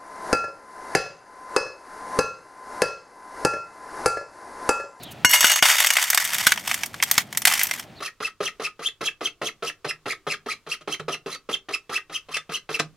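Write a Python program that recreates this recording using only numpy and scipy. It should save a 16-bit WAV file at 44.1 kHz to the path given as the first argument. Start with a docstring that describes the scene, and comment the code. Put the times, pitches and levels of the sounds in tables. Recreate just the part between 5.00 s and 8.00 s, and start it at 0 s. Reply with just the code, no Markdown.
"""Outdoors, a far bird whistles over a low murmur of air while short iron wires shift in a hand.
From a quarter of a second they drop, a few at a time, into a shallow tin can on a wooden bench.
Each impact excites the modes of wire and can; heavy ones also thud the bench, and the loudest overload
the close microphone. The growing pile damps the can, so its clear ring gives way to a dry clatter.
The last wires settle, and near three seconds the bird calls again."""
import sys
import numpy as np
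from scipy import signal
from scipy.fft import rfft, irfft
from scipy.io import wavfile
from scipy.ndimage import uniform_filter1d

SR = 44100
rng = np.random.default_rng(int(sys.argv[2]) if len(sys.argv) > 2 else 0)


def inscribe(sig):
    """Save sig as 16-bit PCM at rate SR to the path in sys.argv[1].

    A 1-D sig is mono; a 2-D sig holds one channel per row.
    Samples are clipped to [-1, 1] before scaling.
    """
    pcm = np.round(np.clip(np.atleast_2d(sig).T, -1, 1) * 32767)
    wavfile.write(sys.argv[1], SR, pcm.astype(np.int16))


N = 132300
OPPOSED = np.array([[1], [-1]])  # opposite signs in the left and right channels


def from_db(db):
    """Amplitude grows tenfold for every 20 dB."""
    return 10 ** (np.asarray(db) / 20)


def rms_one(x):
    """Normalisation: the signal is scaled to unit mean power."""
    return x / np.sqrt(np.mean(x ** 2) + 1e-20)


def level_at(spectrum, hz):
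    """A spectral envelope is interpolated in dB against log frequency."""
    points_hz, db = np.transpose(spectrum)
    return np.interp(np.log(hz), np.log(points_hz), db)


def highpass(x, hz, order=2):
    """A Butterworth filter attenuates what lies below its cutoff."""
    return signal.sosfilt(signal.butter(order, hz, "high", fs=SR, output="sos"), x)


def ring(times, heights, hz, t60):
    """A mode is a damped oscillator: each impulse starts a decaying sinusoid."""
    impulses = np.bincount(np.clip((times * SR).astype(int), 0, N - 1), heights, N)
    radius = from_db(-60 / (t60 * SR))
    angle = 2 * np.pi * min(hz, SR / 2.2) / SR
    return signal.lfilter([0, np.sin(angle)], [1, -2 * radius * np.cos(angle), radius ** 2], impulses + 1e-18)


def coupling(times, spread_db):
    """Mode shape: each point of contact meets a mode with its own sign and strength."""
    sign, strength = rng.standard_normal((len(times), 2)).T
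    return np.sign(sign) * from_db(spread_db * strength)


def placed(x, spread_db=1):
    """Directivity: each mode radiates a little more to one side."""
    return x * from_db(spread_db * rng.normal() * OPPOSED)


def force(levels, hz, body_hz=2200, treble_hz=10000):
    """An impact's spectrum is flat up to body_hz, then slopes through its treble level at treble_hz."""
    body, treble = levels
    share = np.clip(np.log(hz / body_hz) / np.log(treble_hz / body_hz), 0, 1.2)
    return from_db(body + share * (treble - body))


# Spectrum of the air. Each row: frequency in Hz, relative density in dB.
AIR_SPECTRUM = [(25, -7), (120, -2), (220, -2.5), (500, -12.5), (680, -6.5), (1100, -16), (3000, -19),
                (6500, -32), (15000, -42)]
# The background sinks under the loudest clatter. Each row: time in seconds, level in dB.
AIR_LEVEL = [(0.24, -42.5), (0.4, -55), (0.9, -61), (1.2, -54.5), (1.38, -46), (3.0, -46.5)]
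def air(side_db=-14):
    """Coloured noise, mostly low and largely common to both channels, gives the outdoor murmur."""
    colour = from_db(level_at(AIR_SPECTRUM, np.arange(N // 2 + 1) * SR / N + 1))
    white = rng.standard_normal((2, N))
    mid, side = rms_one(irfft(rfft(white) * colour, N))
    level = from_db(np.interp(np.arange(N) / SR, *np.transpose(AIR_LEVEL)))
    return level * (mid + from_db(side_db) * side * OPPOSED)


# The far bird's whistles. Each row: start in seconds, level in dB.
BIRD_CALLS = [(0.0, -42.5), (2.954, -44.5)]
def bird(start_hz=4400, fall_hz_per_s=13000, length_s=.13, waver_hz=300):
    """Frequency modulation: a pure tone glides down and wavers at random."""
    out = 0
    for start, db in BIRD_CALLS:
        age = np.clip(np.arange(N) / SR - start, 0, length_s)
        waver = rms_one(uniform_filter1d(rng.standard_normal(N), size=60))
        hz = start_hz - fall_hz_per_s * age + waver_hz * waver
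        envelope = from_db(db) * np.sqrt(np.abs(np.sin(np.pi * age / length_s)))
        out = out + envelope * np.sin(2 * np.pi * np.cumsum(hz) / SR)
    return out


# Wires shifting in the hand. Each row: centre in seconds, half length in seconds, level in dB.
HAND_RUBS = [(0.037, 0.0069, -36), (0.12, 0.0096, -39.5)]
def hand():
    """Friction: the bundle scrapes between the fingers in faint bursts of bright noise."""
    t = np.arange(N) / SR
    grit = rms_one(highpass(rng.laplace(size=N), 2500))
    return grit * sum(from_db(db) * np.exp(-((t - centre) / width) ** 2) for centre, width, db in HAND_RUBS)


# Heavy hits. Each row: time in seconds, then levels in dB of the can's bottom, of the bench
# and of a low thump, opposite in left and right.
HEAVY_LANDINGS = [(0.2470, -3.5, -25, -16), (0.4440, -6, -38, -50), (0.6249, -10.5, -33, -50),
                  (1.4680, -19, -39, -35), (1.52, -16, -51, -43), (2.1792, -12.5, -29, -36)]
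# Modes of the can's bottom, and the low modes of thud and thump.
# Each row: frequency in Hz, gain in dB, T60 in seconds.
BOTTOM_MODES = [(1497, -8.5, 0.047), (1486, 0.5, 0.022)]
LOW_MODES = [(138, -8.5, 0.028), (270, 8.5, 0.016)]
def heavy_landings(thump_lag_s=0.0015):
    """Resonance: the can's bottom clanks and the bench thuds. A low thump is also heard, in antiphase."""
    def strike(times, levels, modes):
        return sum(ring(times, from_db(levels + db), hz, t60) for hz, db, t60 in modes)

    times, bottom_db, bench_db, thump_db = np.transpose(HEAVY_LANDINGS)
    clank = strike(times, bottom_db, BOTTOM_MODES)
    thud = strike(times, bench_db, LOW_MODES)
    thump = strike(times + thump_lag_s, thump_db, LOW_MODES)
    return placed(clank) + thud + thump * OPPOSED


# Modes of the can's wall and loaded bottom. Each row: frequency in Hz, gain in dB, T60 in seconds.
WALL_MODES = [(991, -9, .12), (1690, -10, .14), (2138, -4.5, .22), (2863, 1, .2), (4355, -10, .17),
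              (5580, -3.5, .15), (5827, -9, .12), (6451, -3, .18), (7765, -4, .14), (9300, -8, .08),
              (10840, -9, .1), (11462, -12, .13), (12504, -10, .1)]
LOADED_MODES = [(620, -7, .08), (1330, 0, .06), (3640, -3, .09), (4640, -1, .09), (6614, -3, .1),
                (7418, -3, .1), (9749, -6, .08)]
# Ring left in each as the pile grows. Each row: time in seconds, gain in dB.
WALL_DAMPING = [(0.24, -2), (0.48, -8), (0.66, -13.5), (1.0, -20)]
LOADED_DAMPING = [(0.3, -13), (0.8, -11), (1.1, -20)]
SMOTHERED_S = 1.5  # from here on the pile covers the bottom
def can(times, levels):
    """Shell resonance: the wall rings first, the loaded bottom soon after; the pile smothers both."""
    out = 0
    for modes, damping in ((WALL_MODES, WALL_DAMPING), (LOADED_MODES, LOADED_DAMPING)):
        can_ring = (times > damping[0][0]) & (times < SMOTHERED_S)
        ring_left = from_db(np.interp(times, *np.transpose(damping))) * can_ring
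        for hz, db, t60 in modes:
            heights = ring_left * from_db(db) * force(levels, hz) * coupling(times, spread_db=0)
            out = out + placed(ring(times, heights, hz, t60))
    return out


# Bending modes of a free rod. Each row: ratio to the lowest frequency, gain in dB.
ROD_MODES = [(1, -13), (2.74, -11.5), (5.35, -8.5)]
# High ring of the loose wires. Each entry: frequency in Hz.
TINKLE_HZ = [12950, 13450, 13660]
def wires(times, levels, count=18, middle_hz=2357, log_spread=0.096, tinkle_db=-31):
    """Bending vibration: each contact rings one wire, pitched by its length, and adds a high tinkle."""
    out = 0
    struck_wire = rng.integers(0, count, N)[(times * SR).astype(int)]
    for wire, pitch in enumerate(middle_hz * np.exp(log_spread * np.linspace(-2, 2, count))):
        for ratio, db in ROD_MODES:
            hz = pitch * ratio
            heights = (struck_wire == wire) * from_db(db) * force(levels, hz)
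            out = out + placed(ring(times, heights, hz, t60=0.032))
    for hz in TINKLE_HZ:
        heights = from_db(tinkle_db) * force(levels, hz) * coupling(times, spread_db=7)
        out = out + placed(ring(times, heights, hz, t60=.11))
    return out


# Wires that bounce clear. Each row: start in seconds, lowest mode's frequency in Hz, its level in dB.
FREE_WIRES = [(1.468, 1532, -11), (1.52, 2286, -17.5), (1.834, 2230, -19.5), (2.025, 3230, -17.5),
              (2.179, 1950, -12.5), (2.712, 2080, -17)]
def free_wires(t60=.05):
    """Free vibration: a wire clear of the pile rings in two bending modes, the higher dying sooner."""
    out = 0
    for start, pitch, level in FREE_WIRES:
        for ratio, db in ROD_MODES[:2]:
            height = from_db([level + db - ROD_MODES[0][1]])
            out = out + placed(ring(np.array([start]), height, pitch * ratio, t60 / ratio))
    return out


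def both_ends(times, levels, longest_lag_s=.003, far_end_db=-6.5):
    """Double impact: a wire's other end touches down a moment later and more weakly."""
    lag = longest_lag_s * rng.uniform(.5, 1, N)[(times * SR).astype(int)]
    return np.r_[times, times + lag], [np.r_[db, db + far_end_db] for db in levels]


# Spectrum of the damped can and pile. Each row: frequency in Hz, relative density in dB.
PILE_SPECTRUM = [(350, -75), (600, -12), (940, -6), (1090, -7.5), (1690, -2), (2040, 2.5), (2790, -5.5),
                 (3110, -1.5), (4030, -8.5), (5740, -6), (6950, -8.5), (9370, -8.5), (11200, -17),
                 (12800, -10.5), (15500, -22.5)]
RADIATION_HZ = 628  # the can is too small to radiate well below this
def pile(times, levels, count=150, gain_db=6.5, bare_db=-1.5, ripple_db=4, ripple_hz=2586):
    """Modal overlap: the crowded, quickly dying modes of the loaded can merge into a dry crack."""
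    root_hz = np.linspace(np.sqrt(560), np.sqrt(16000), count) + rng.uniform(-.2, .2, count)
    pitches = root_hz ** 2
    gains = from_db(level_at(PILE_SPECTRUM, pitches)) * np.sqrt(root_hz)  # sparser modes carry more each
    gains = from_db(gain_db) * gains / np.linalg.norm(gains)
    point, offset = rng.random((N, 2))[(times * SR).astype(int) % N].T
    heaped = from_db(bare_db * np.clip(1 - times / SMOTHERED_S, 0, 1))  # weaker until a pile has formed
    out = 0
    for hz, gain in zip(pitches, gains):
        # The point of contact favours some modes over others.
        ripple = from_db(ripple_db * np.cos(2 * np.pi * (hz / ripple_hz * (.5 + point) + offset)))
        heights = heaped * gain * ripple * force(levels, hz) * coupling(times, spread_db=2)
        out = out + placed(ring(times, heights, hz, t60=.028))
    mode_gap = signal.iirnotch(4043, Q=30.4, fs=SR)  # the can has no modes here
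    return signal.lfilter(*mode_gap, highpass(out, RADIATION_HZ, order=5))


# Wires landing. Each row: time in seconds, relative body level in dB, relative treble level in dB.
STRIKES = [(0.248, -6, -12.5), (0.2938, -39, -20), (0.3119, -34, -14), (0.336, -8, -10.5),
           (0.3405, -8.5, -12), (0.3499, -19, -17), (0.407, -12, -10.5), (0.4277, -12.5, -24.0),
           (0.4441, -5, -9.5), (0.4677, -12, -13.5), (0.476, -15, -20), (0.5046, -11, -24),
           (0.5175, -11, -14), (0.5593, -15.5, -16.5), (0.5897, -17, -28), (0.625, -0.5, -11.5),
           (0.6321, -9, -21), (0.6408, -17, -21), (0.6543, -7.5, -16.5), (0.8029, -11, -12.5),
           (0.8461, -10.5, -16), (0.863, -20, -17), (0.8696, -12.5, -11.5), (0.9038, -9.5, -13),
           (0.9354, -20.5, -16.5), (0.9549, -14.5, -24), (0.9679, -8, -15.5), (0.9848, -12.5, -28),
           (1.0159, -16.5, -21), (1.026, -13.5, -17), (1.0392, -17.5, -20), (1.1016, -16.5, -9),
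           (1.131, -14, -25), (1.1461, -13, -10), (1.175, -5, -12.5), (1.2006, -19, -18),
           (1.243, -24.5, -22), (1.25, -20, -18.5), (1.3326, -20, -21), (1.345, -19.5, -17.5),
           (1.3827, -20, -19), (1.468, -4.5, -9), (1.4711, -8, -11), (1.5199, -6, -15.0),
           (1.5759, -18, -33), (1.676, -16, -21), (1.7135, -13, -23.5), (1.7424, -20, -17.5),
           (1.8346, -17.5, -24), (1.86, -32.5, -24.5), (1.9425, -24.5, -36.5), (2.0016, -22, -57),
           (2.0257, -9.5, -15.0), (2.035, -18, -15.5), (2.1125, -14.5, -7), (2.1405, -32, -25),
           (2.1794, -5, -10.5), (2.3268, -26.5, -30), (2.373, -16.5, -13), (2.3496, -28.5, -43),
           (2.3486, -32, -41), (2.419, -24, -23), (2.4523, -4.5, -7), (2.4726, -7.5, -11),
           (2.4783, -12, -13.5), (2.4968, -19, -31), (2.514, -13.5, -38), (2.5231, -13.5, -19),
           (2.538, -19.5, -16.5), (2.576, -25.5, -25.5), (2.5935, -16, -17.5), (2.6133, -15, -23),
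           (2.6332, -36.5, -12), (2.6695, -29, -22), (2.7113, -17.5, -23), (2.7365, -23.5, -25),
           (2.7961, -24, -28)]
# Wires jostling between strikes. Each row: time in seconds, relative level in dB.
JOSTLING = [(0.29, -31), (0.33, -11.5), (0.38, -22.5), (0.53, -15), (0.59, -26), (0.612, -46),
            (0.64, -14.5), (0.78, -16.5), (0.89, -23), (1.0, -22.5), (1.1, -26.5), (1.45, -22.5),
            (1.55, -30.5), (1.65, -37), (1.69, -26), (1.84, -33.5), (1.9, -47.5), (1.97, -45.5), (2.2, -25),
            (2.25, -54), (2.44, -45), (2.47, -19.5), (2.55, -22), (2.7, -33.5), (2.82, -35), (2.85, -52.5)]
def contacts(jostles_per_s=480, spread_db=4.5):
    """Impulsive excitation: strikes and a Poisson stream of jostles give times and levels in dB."""
    strike_times, strike_body, strike_treble = np.transpose(STRIKES)
    jostle_times = np.flatnonzero(rng.random(N) < jostles_per_s / SR) / SR
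    size = np.clip(rng.standard_normal(N), -2, 2)[(jostle_times * SR).astype(int)]
    jostle_db = np.interp(jostle_times, *np.transpose(JOSTLING), left=-90, right=-90) + spread_db * size
    body_db = np.r_[strike_body - 4.5, jostle_db - 11.5]
    treble_db = np.r_[strike_treble + 0.5, jostle_db - 11]
    return np.r_[strike_times, jostle_times], (body_db, treble_db)


def echoes(x, gain_db=-15, t60=0.11, delay_s=0.0037):
    """Diffuse reflection from hand, bench and nearby walls adds a short, exponentially decaying tail."""
    t = np.arange(SR // 2) / SR
    tail = rng.standard_normal((2, len(t))) * from_db(-60 * t / t60) * (t > delay_s)
    return from_db(gain_db) * signal.fftconvolve(x, tail / np.linalg.norm(tail[0]), axes=1)[:, :N]


def scene():
    """Superposition: wires, can and bench add to their reflections and the quiet surroundings."""
    times, levels = contacts()
    ringing = highpass(wires(times, levels) + free_wires() + can(times, levels), RADIATION_HZ)
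    clatter = pile(*both_ends(times, levels))
    impacts = clatter + ringing + heavy_landings()
    return impacts + echoes(impacts) + hand() + bird() + air()


def record(dry):
    """Saturation flattens the loudest peaks; band limiting then cuts the deep bass and the top."""
    ceiling, low_hz, high_hz = 0.69, 78, 16300
    clipped = dry / (1 + (dry / ceiling) ** 8) ** .125
    steep_lowpass = signal.ellip(12, .1, 80, high_hz, fs=SR, output="sos")
    return signal.sosfilt(steep_lowpass, highpass(clipped, low_hz))


dry = scene()
out = record(dry)
inscribe(out)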